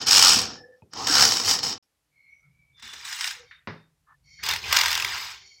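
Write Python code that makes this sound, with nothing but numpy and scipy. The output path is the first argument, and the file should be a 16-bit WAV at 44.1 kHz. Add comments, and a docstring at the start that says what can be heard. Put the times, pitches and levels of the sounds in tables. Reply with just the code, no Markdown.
"""A bright steel scrape and a rattle of clacks: a knitting machine carriage is pushed by hand along its
needle bed in a small room. Two quick strokes sound close by; after a blink of silence come a slow stroke
and a firm one from the front. Needle butts clack against the cams, the carriage scrapes on its rails and
the bed rumbles. Sliding yarn and metal add thin whistles, and light taps and one dull knock ring the
table, all over a faint room tone."""
import sys
import numpy as np
from scipy import signal
from scipy.fft import rfft, irfft, next_fast_len
from scipy.io import wavfile
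from scipy.ndimage import uniform_filter1d

SR = 44100
rng = np.random.default_rng(int(sys.argv[2]) if len(sys.argv) > 2 else 0)


def master_out(mix):
    """Clip the mix to full scale and print it as 16-bit PCM to the path in sys.argv[1]."""
    frames = np.transpose(np.atleast_2d(mix))
    ceiling = np.clip(frames, -1, 1)
    pcm = np.round(ceiling * 32767).astype(np.int16)
    wavfile.write(sys.argv[1], SR, pcm)


N = 246959
TIME = np.arange(N) / SR
FFT_SIZE = next_fast_len(N + SR, real=True) // 2 * 2
FREQ = np.maximum(np.arange(FFT_SIZE // 2 + 1) * SR / FFT_SIZE, 1)

# The swell of the room's low murmur. Each row: time in seconds, relative level in dB.
MURMUR_SWELL = [(1.85, -89), (2.13, -86), (2.6, -74), (4.14, -77), (4.35, -65), (5.1, -73), (5.6, -88)]
# Tone curves of the murmur and the hiss. Each row: frequency in Hz, relative level in dB.
MURMUR_COLOUR = [(18, -50.5), (30, -15), (54, -0.5), (118, -4.5), (150, -2.5), (262, -33), (300, -30),
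                 (390, -56.5), (660, -120)]
HISS_COLOUR = [(120, -39.5), (200, -9), (311, -4.5), (334, -16.5), (401, -9), (683, -10.5), (12400, -18),
               (16000, -30.5)]
# The hand's gesture in each stroke; the push bites where the cams meet the needles.
# Each row: time in seconds, push in dB (it drives the scrape), relative bed rumble in dB.
FIRST_PUSH = [(0, -24, -34), (0.058, -38, -47.5), (0.07, -19.5, -36.5), (0.125, -17.5, -37.5),
              (0.32, -15, -36.5), (0.43, -27.5, -36.5), (0.58, -48.5, -48), (0.64, -78.5, -57.5),
              (0.8, -80.5, -77)]
SECOND_PUSH = [(0.9, -71, -79), (0.94, -47.5, -54), (0.975, -35.5, -40), (1.064, -33, -40.5),
               (1.076, -26, -40.5), (1.23, -17.5, -32.5), (1.43, -30, -42.5), (1.51, -17.5, -35),
               (1.62, -39, -46), (1.636, -26.5, -39), (1.73, -33.5, -42.5), (1.78, -49, -53.5)]
SLOW_PUSH = [(2.76, -64.5, -76.5), (2.815, -61.5, -87), (2.835, -45.5, -61), (3.04, -45.5, -69),
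             (3.055, -37.5, -83), (3.18, -36.5, -91), (3.26, -31, -61.5), (3.42, -54, -68),
             (3.5, -74, -72.5)]
FIRM_PUSH = [(4.38, -63, -73), (4.422, -56, -63), (4.434, -35, -48), (4.52, -27.5, -44.5),
             (4.61, -42.5, -50.5), (4.7, -33.5, -41), (4.745, -23, -49), (5.05, -33.5, -46.5),
             (5.15, -32.5, -50), (5.32, -40.5, -65), (5.44, -57, -65), (5.6, -84, -78)]
# Tone curve of the metal in each stroke. Each row: frequency in Hz, relative level in dB.
FIRST_METAL = [(290, -44), (500, -14), (586, -21), (750, -11.5), (1360, -9), (2070, -17.5), (2390, -9.5),
               (3390, -10), (5240, -3), (7420, -12.5), (7980, -13), (8450, -14), (11300, -26.5),
               (15100, -23.5), (16000, -24)]
SECOND_METAL = [(290, -51), (500, -10), (659, -19.5), (740, -8.5), (1300, -7.5), (1440, -12.5), (1840, -14),
                (1980, -14.5), (3490, -12.5), (5310, -3.5), (7420, -13), (8090, -14.5), (10700, -25.5),
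                (15100, -24.5), (16000, -15)]
SLOW_METAL = [(290, -59), (500, -66), (621, -28), (718, -14), (1510, -2), (1790, 0), (3250, -3),
              (3920, 1.5), (4340, -5.5), (5470, 0.5), (6330, -6), (9360, -9.5), (12000, -30.5),
              (14000, -12.5), (16000, -21.5)]
FIRM_METAL = [(290, -51.5), (500, -15), (843, -9), (974, -4.5), (1140, -5), (1570, -3), (1690, -3),
              (2010, -0.5), (3060, -2.5), (3490, 0), (3920, -3), (4940, -0.5), (11500, -23), (14500, -14),
              (16000, -18)]
# Tone curves of the bed and table. Each row: frequency in Hz, relative level in dB.
BED_CLOSE = [(18, -49.5), (30, -22), (91, -1), (134, -4), (302, -2), (356, -6.5), (481, -1), (560, -13),
             (800, -2.5), (1040, -34), (1760, -120)]
BED_FRONT = [(18, -32), (30, -22.5), (70, 12), (129, 1), (163, -2), (278, -13.5), (386, 0.5), (616, -14.5),
             (800, -2.5), (1040, -40), (1760, -120)]
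# The ring of the carriage's steel. Each row: pitch in Hz, width in Hz, level against the tone curve in dB.
STEEL_CLOSE = [(1397, 90, -11.5), (1830, 53, -1.5), (3060, 130, 0.5), (3730, 40, -7), (4650, 97, -2.5),
               (5160, 350, -3), (5540, 74, -5), (5590, 120, 0.5), (6800, 260, -4), (7880, 240, 1.5)]
STEEL_FRONT = [(979, 170, -6), (1586, 24, -2.5), (1886, 52, -15.5), (2822, 34, -3), (3640, 210, -16),
               (4510, 15, -8), (4940, 100, -6), (5810, 79, -10), (6895, 120, -8), (7940, 100, -1)]
# Rattles as the cams cross evenly spaced needles.
# Each row: start and end in seconds, needles per second, strength above the push in dB.
NEEDLE_RUNS = [(0.069, 0.083, 90, 10), (0.109, 0.179, 100, 15.5), (0.191, 0.291, 92, 13),
               (0.303, 0.415, 71, 11), (1.069, 1.251, 72, 15.5), (1.477, 1.511, 62, 10),
               (1.633, 1.724, 66, 9), (2.796, 2.824, 33, 17.5), (3.208, 3.307, 31, 13.5),
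               (4.463, 4.488, 41, 19), (4.511, 4.561, 41, 14.5), (4.764, 5.046, 43, 14)]
# A stiff needle snags and snaps free. Each row: time in seconds, strength in dB.
SNAGS = [(0.194, -2), (0.934, -24.5), (1.071, -7), (1.225, -8), (1.32, -6.5), (1.369, -9.5), (1.399, -12),
         (1.589, -15.5), (2.934, -30), (3.049, -33), (3.126, -23.5), (4.436, -18.5), (4.726, -4),
         (4.768, -4.5), (4.914, -15.5), (4.943, -20)]
# Lone resonances of sliding yarn and metal, from hollow scrapes to thin whistles.
# Each row: start and end in seconds, pitch in Hz, width in Hz, level in dB.
WHISTLES = [(0.207, 0.329, 1330, 280, -27), (0.36, 0.684, 5300, 200, -51), (0.5, 0.829, 500, 34, -53),
            (0.491, 0.809, 1750, 63, -55.5), (0.935, 1.119, 1000, 360, -37), (1.052, 1.31, 1480, 290, -27),
            (2.099, 2.56, 2210, 125, -58), (2.11, 2.383, 4250, 90, -77.5), (2.275, 2.46, 5850, 150, -77),
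            (2.395, 2.5, 1340, 130, -75.5), (2.41, 2.66, 146, 18, -61.5), (2.468, 2.837, 2290, 86, -66.5),
            (2.72, 3.095, 3520, 140, -50), (3.353, 3.48, 490, 29, -56), (3.458, 3.618, 3670, 100, -60.5),
            (3.66, 3.914, 3650, 74, -68.5), (4.061, 4.155, 1185, 360, -57), (4.054, 4.17, 1753, 69, -62)]
# The carriage creeps and its rail sings.
# Each row: start and end in seconds, level in dB, brightness in dB per octave.
CREEPS = [(3.403, 3.602, -62.5, -6.5), (4.223, 4.658, -55.5, 0), (5.265, 5.694, -62, 4)]
# The rail's resonances, lowest first. Each row: pitch in Hz, width in Hz, relative level in dB.
RAIL_MODES = [(2200, 180, 1), (3165, 100, -9.5), (3710, 41, -19), (4470, 270, 0.5), (5100, 90, -18.5),
              (5630, 610, -3), (6820, 98, -10.5)]
# Low thuds and thin pings. Each row: start in seconds, level in dB, pitch in Hz, 60 dB decay in seconds.
THUDS = [(0.365, -20.5, 244, 0.069), (0.821, -46.5, 883, 0.036), (0.821, -56, 2530, 0.051),
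         (1.098, -21, 300.7, 0.077), (2.83, -55.5, 231, 0.29), (4.999, -13, 2550, 0.015),
         (5.024, -15, 2590, 0.016), (5.048, -9, 2240, 0.0096)]
# Knocks and taps on machine and table. Each row: start in seconds, level in dB, low and high edge in Hz.
KNOCKS = [(0.822, -44, 48.4, 587), (0.933, -37, 197.2, 1492), (2.932, -47.5, 185, 1570),
          (3.511, -37, 1500, 4000), (3.673, -23, 111, 5620), (4.389, -40, 1470, 2300),
          (4.64, -25, 2440, 3300), (4.66, -38, 2130, 3400)]
# Tone curve of a knock. Each row: frequency in Hz, relative level in dB.
KNOCK_COLOUR = [(47, -26), (80, -2.5), (157, -3), (296, -10), (431, -7.5), (464, -16), (529, -11.5),
                (770, -18), (894, -14), (1930, -13), (3250, -28.5), (5090, -25.5), (7000, -44),
                (9100, -105), (15400, -120)]
# The ring of table and frame. Each row: pitch in Hz, level against the knock in dB, 60 dB decay in seconds.
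TABLE_MODES = [(160, -17.5, 0.46), (298, -25, 0.028), (956, -15, 0.081), (1850, -19.5, 0.066)]


def from_db(db):
    """Decibels to gain."""
    return 10 ** (np.asarray(db) / 20)


def rms_one(x):
    """Scale to rms 1."""
    return x / np.sqrt(np.mean(np.abs(x) ** 2) + 1e-20)


def band(x, low_hz, high_hz, order=4):
    """Butterworth band-pass."""
    edges = [low_hz, min(high_hz, SR / 2 - 100)]
    return signal.sosfilt(signal.butter(order, edges, "band", fs=SR, output="sos"), x + 1e-18)


def body(colour, modes=()):
    """A resonant body of unit power: a broad tone curve with ringing peaks standing on it."""
    hz, db = np.transpose(colour)
    curve = from_db(np.interp(np.log(FREQ), np.log(hz), db))
    cepstrum = irfft(np.log(curve))
    broad = np.exp(2 * rfft(cepstrum[:FFT_SIZE // 2], FFT_SIZE))   # minimum phase: nothing sounds early
    peaks = sum(from_db(level) / (1 + 2j * (FREQ - pitch) / width) for pitch, width, level in modes)
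    return rms_one(broad * (1 + peaks))


def through(x, response):
    """Play x through a frequency response."""
    return irfft(rfft(x, FFT_SIZE) * response)[:N]


def dying(start, t60):
    """Envelope that jumps to 1 and dies away."""
    return (TIME >= start) * from_db(-60 * np.clip((TIME - start) / t60, 0, 2))


def add(out, start, sound):
    """Mix a short sound into out at start seconds."""
    at = round(start * SR)
    out[at:at + len(sound)] += sound[:len(out) - at]


def room_tone():
    """A faint low murmur swells and sinks under a steady hiss."""
    swell_db = np.interp(TIME, *np.transpose(MURMUR_SWELL))
    murmur = from_db(swell_db + 3.5) * through(rng.standard_normal(N), body(MURMUR_COLOUR))
    hiss = from_db(-78.5) * through(rng.standard_normal(N), body(HISS_COLOUR))
    return murmur + hiss


def friction(catches_per_s, spread_db, catch_s, smooth):
    """The grit of sliding contact: tiny catches, each a short burst, over a smooth hiss."""
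    catching = rng.random(N) < catches_per_s / SR
    catches = catching * from_db(spread_db * np.clip(rng.standard_normal(N), -2, 2))
    power = signal.lfilter([1], [1, -np.exp(-1 / (catch_s * SR))], catches ** 2 + 1e-18)
    return rms_one(rng.standard_normal(N) * np.sqrt(power / power.mean() + smooth))


def jingle(count, taps_per_s, spread_db, t60):
    """A steely shimmer: jostled needles ring at random moments, each at its own pitch."""
    out, decay = np.zeros(N), from_db(-60 / (t60 * SR))
    for hz in np.geomspace(850, 15000, count) * rng.uniform(.96, 1.04, count):
        taps = np.full(N, 1e-18)
        at = np.flatnonzero(rng.random(N) < taps_per_s / SR)
        taps[at] = from_db(spread_db * np.clip(rng.standard_normal(len(at)), -2, 2))
        angle = 2 * np.pi * hz / SR
        ring = signal.lfilter([0, np.sin(angle)], [1, -2 * decay * np.cos(angle), decay ** 2], taps)
        out += np.sqrt(hz) * ring
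    return rms_one(out)


def stroke(push, metal, bed, steel, contact, rail_db, shell_db, shell_follows,
           clack_db, clack_t60, sparkle_db, dull_below_db):
    """One push of the carriage: scrape and clacks ring in the same steel while the bed rumbles below."""
    times, push_points, bed_points = np.transpose(push)
    fade_in = np.clip((TIME - times[0]) / 0.026, 0, 1)
    fade_out = np.clip((times[-1] + 0.022 - TIME) / 0.022, 0, 1)
    moving = fade_in * fade_out
    push_db, firm_db = np.interp(TIME, times, push_points), -25
    rail_gain = moving * from_db(push_db)
    shell_gain = moving * from_db(shell_db + shell_follows * (push_db - firm_db))
    bed_gain = moving * from_db(np.interp(TIME, times, bed_points) - 1.5)

    carriage = body(metal, steel)
    scrape = through(contact, carriage)
    bright = rms_one(band(scrape, 2000, SR / 2, order=3))
    treble = through(bright, 1 / (1 + (7000 / FREQ) ** 16))
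    # the scrape's treble fades as it gets quiet
    quietness = 1 / (1 + (rail_gain / from_db(dull_below_db)) ** 2)
    rail = from_db(rail_db) * rail_gain * (bright - np.maximum(quietness, .2) * treble)
    shell = shell_gain * rms_one(band(scrape, 700, 2000, order=3))   # the carriage's hollow midrange

    sparkle = from_db(sparkle_db / (1 + (7500 / FREQ) ** 4))   # treble shelf: harder or softer clacks
    blows = clacks(needle_blows(push), clack_t60)
    rattle = from_db(clack_db) * through(blows, carriage * sparkle)
    judder = friction(catches_per_s=240, spread_db=4.5, catch_s=0.017, smooth=1.0)
    rumble = bed_gain * through(judder, body(bed))
    return rail + shell + rattle + rumble


def room(x, wet_db, t60):
    """Dense reflections of a small furnished room."""
    tail = band(rng.standard_normal(N) * dying(0.0062, t60), 100, 11000, order=1)
    return x + from_db(wet_db) * through(x, rms_one(rfft(tail, FFT_SIZE)))


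def needle_blows(push, uneven_db=2.13):
    """The rhythm of one stroke: needles come evenly and hit harder with the push; a few snag."""
    times, push_db, _ = np.transpose(push)
    blows = list(SNAGS)
    for first, last, per_s, above_db in NEEDLE_RUNS:
        starts = np.linspace(first, last, 1 + round((last - first) * per_s))
        levels = np.interp(starts, times, push_db) + above_db
        blows += zip(starts, levels + uneven_db * rng.standard_normal(len(starts)))
    return [(start, db) for start, db in blows if times[0] <= start <= times[-1]]


def clacks(blows, t60, rise_s=.0004, rebound_db=-6, rebound_s=.003, ring_db=-16.5, ring_t60=0.026):
    """Each needle butt strikes the cam, rebounds in its slot and rings at a few pitches of its own."""
    out, t = np.zeros(N), np.arange(SR // 10) / SR
    attack = 1 - np.exp(-t / rise_s)
    for start, db in blows:
        delay = rebound_s * rng.uniform(0.56, 1.4)
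        strike = from_db(-60 * t / t60)
        rebound = (t > delay) * from_db(rebound_db - 60 * np.abs(t - delay) / t60)
        pitches = np.array([[1800], [3000], [4600], [7000], [13000]]) * rng.uniform(0.87, 1.2, (5, 1))
        ring = np.sin(2 * np.pi * pitches * t).sum(axis=0) * from_db(ring_db - 60 * t / ring_t60)
        snap = (strike + rebound) * rng.choice([-1, 1], len(t))
        add(out, start, from_db(db) * attack * (snap + ring))
    return out


def whistles(stutter_db=2.5, stutter_s=.025):
    """Sliding wakes narrow resonances that swell, stutter and fade; a creep sings all the rail's own."""
    out = np.zeros(N)
    singing = [(start, end, hz, width, db + mode_db + tilt * np.log2(hz / RAIL_MODES[0][0]))
               for start, end, db, tilt in CREEPS for hz, width, mode_db in RAIL_MODES]
    for start, end, hz, width, db in WHISTLES + singing:
        length = int(np.clip(end - start, .01, 1) * SR)
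        swell = np.abs(np.sin(np.linspace(0, np.pi, length))) ** 1.4
        wobble = np.interp(TIME[:SR] / stutter_s, np.arange(SR), rng.standard_normal(SR))
        resonance = band(rng.standard_normal(SR), hz - width / 2, hz + width / 2, order=2)
        tone = from_db(stutter_db * wobble) * resonance
        add(out, start, from_db(db) * swell * rms_one(tone[-length:]))
    return out


def mode(hz, t60):
    """A struck mode takes about a cycle to build, then dies away."""
    t = TIME[:SR]
    return (from_db(-60 * t / t60) - from_db(-15 * t * hz)) * np.sin(2 * np.pi * hz * t)


def thuds():
    """Single parts catch or settle, each with one low thud or thin ping."""
    out = np.zeros(N)
    for start, db, hz, t60 in THUDS:
        add(out, start, from_db(db) * mode(hz, t60))
    return out


def knocks():
    """A short woody blow, then the table and frame ring on."""
    out, impulse = np.zeros(N), irfft(body(KNOCK_COLOUR))[:SR // 4]
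    table = sum(from_db(db) * mode(hz, t60) for hz, db, t60 in TABLE_MODES)
    envelope = (dying(0, t60=0.021) + from_db(-0.5) * dying(0, t60=.31))[:SR]
    for start, db, low_hz, high_hz in KNOCKS:
        blow = signal.fftconvolve(rng.standard_normal(SR) * envelope, impulse)[:SR]
        wood = band(blow, low_hz, high_hz, order=3)
        ring = band(table, low_hz, high_hz, order=3)
        add(out, start, from_db(db) * (wood / np.abs(wood).max() + ring))
    return out


def scene():
    """Two close strokes and two from the front, with the small sounds in and around them."""
    needles = jingle(count=56, taps_per_s=70, spread_db=6.0, t60=0.03)
    coarse_grit = friction(catches_per_s=970, spread_db=5.0, catch_s=0.00041, smooth=0.82)
    even_grit = friction(catches_per_s=630, spread_db=0.0, catch_s=0.00072, smooth=0.96)
    quick = rms_one(coarse_grit + from_db(-3.5) * needles)
    slow = rms_one(even_grit + from_db(-1.5) * needles)
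    close = stroke(FIRST_PUSH, FIRST_METAL, BED_CLOSE, STEEL_CLOSE, quick,
                   rail_db=-0.45, shell_db=-35.5, shell_follows=0.84,
                   clack_db=-5.0, clack_t60=0.015, sparkle_db=2.0, dull_below_db=-28)
    close += stroke(SECOND_PUSH, SECOND_METAL, BED_CLOSE, STEEL_CLOSE, quick,
                    rail_db=1.3, shell_db=-35.5, shell_follows=0.84,
                    clack_db=-2.5, clack_t60=0.012, sparkle_db=-5.0, dull_below_db=-31.5)
    front = stroke(SLOW_PUSH, SLOW_METAL, BED_FRONT, STEEL_FRONT, slow,
                   rail_db=0.2, shell_db=-31.5, shell_follows=0.88,
                   clack_db=-3.5, clack_t60=0.03, sparkle_db=-3.5, dull_below_db=-46.0)
    front += stroke(FIRM_PUSH, FIRM_METAL, BED_FRONT, STEEL_FRONT, slow,
                    rail_db=0.06, shell_db=-26.5, shell_follows=1.19,
                    clack_db=-1.5, clack_t60=0.011, sparkle_db=4.0, dull_below_db=-43.5)
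    machine = room(close, wet_db=-17.0, t60=0.16) + room(front, wet_db=-18, t60=0.057)
    return (machine + thuds() + knocks() + whistles() + room_tone())[None, :]


def record(dry):
    """A blink of silence after the close strokes; sub-bass and top are trimmed, peaks are rounded."""
    silent_from_s, silent_until_s = 1.781, 1.826
    low_cut_hz, high_cut_hz, ceiling = 32, 15900, .82
    gate = uniform_filter1d(1. * ((TIME < silent_from_s) | (TIME > silent_until_s)), size=64)
    trimmed = signal.sosfilt(signal.butter(2, low_cut_hz, "high", fs=SR, output="sos"), dry)
    rounded = ceiling * np.tanh(trimmed * gate / ceiling)
    return signal.sosfilt(signal.ellip(12, .1, 80, high_cut_hz, fs=SR, output="sos"), rounded)


dry = scene()
out = record(dry)
master_out(out)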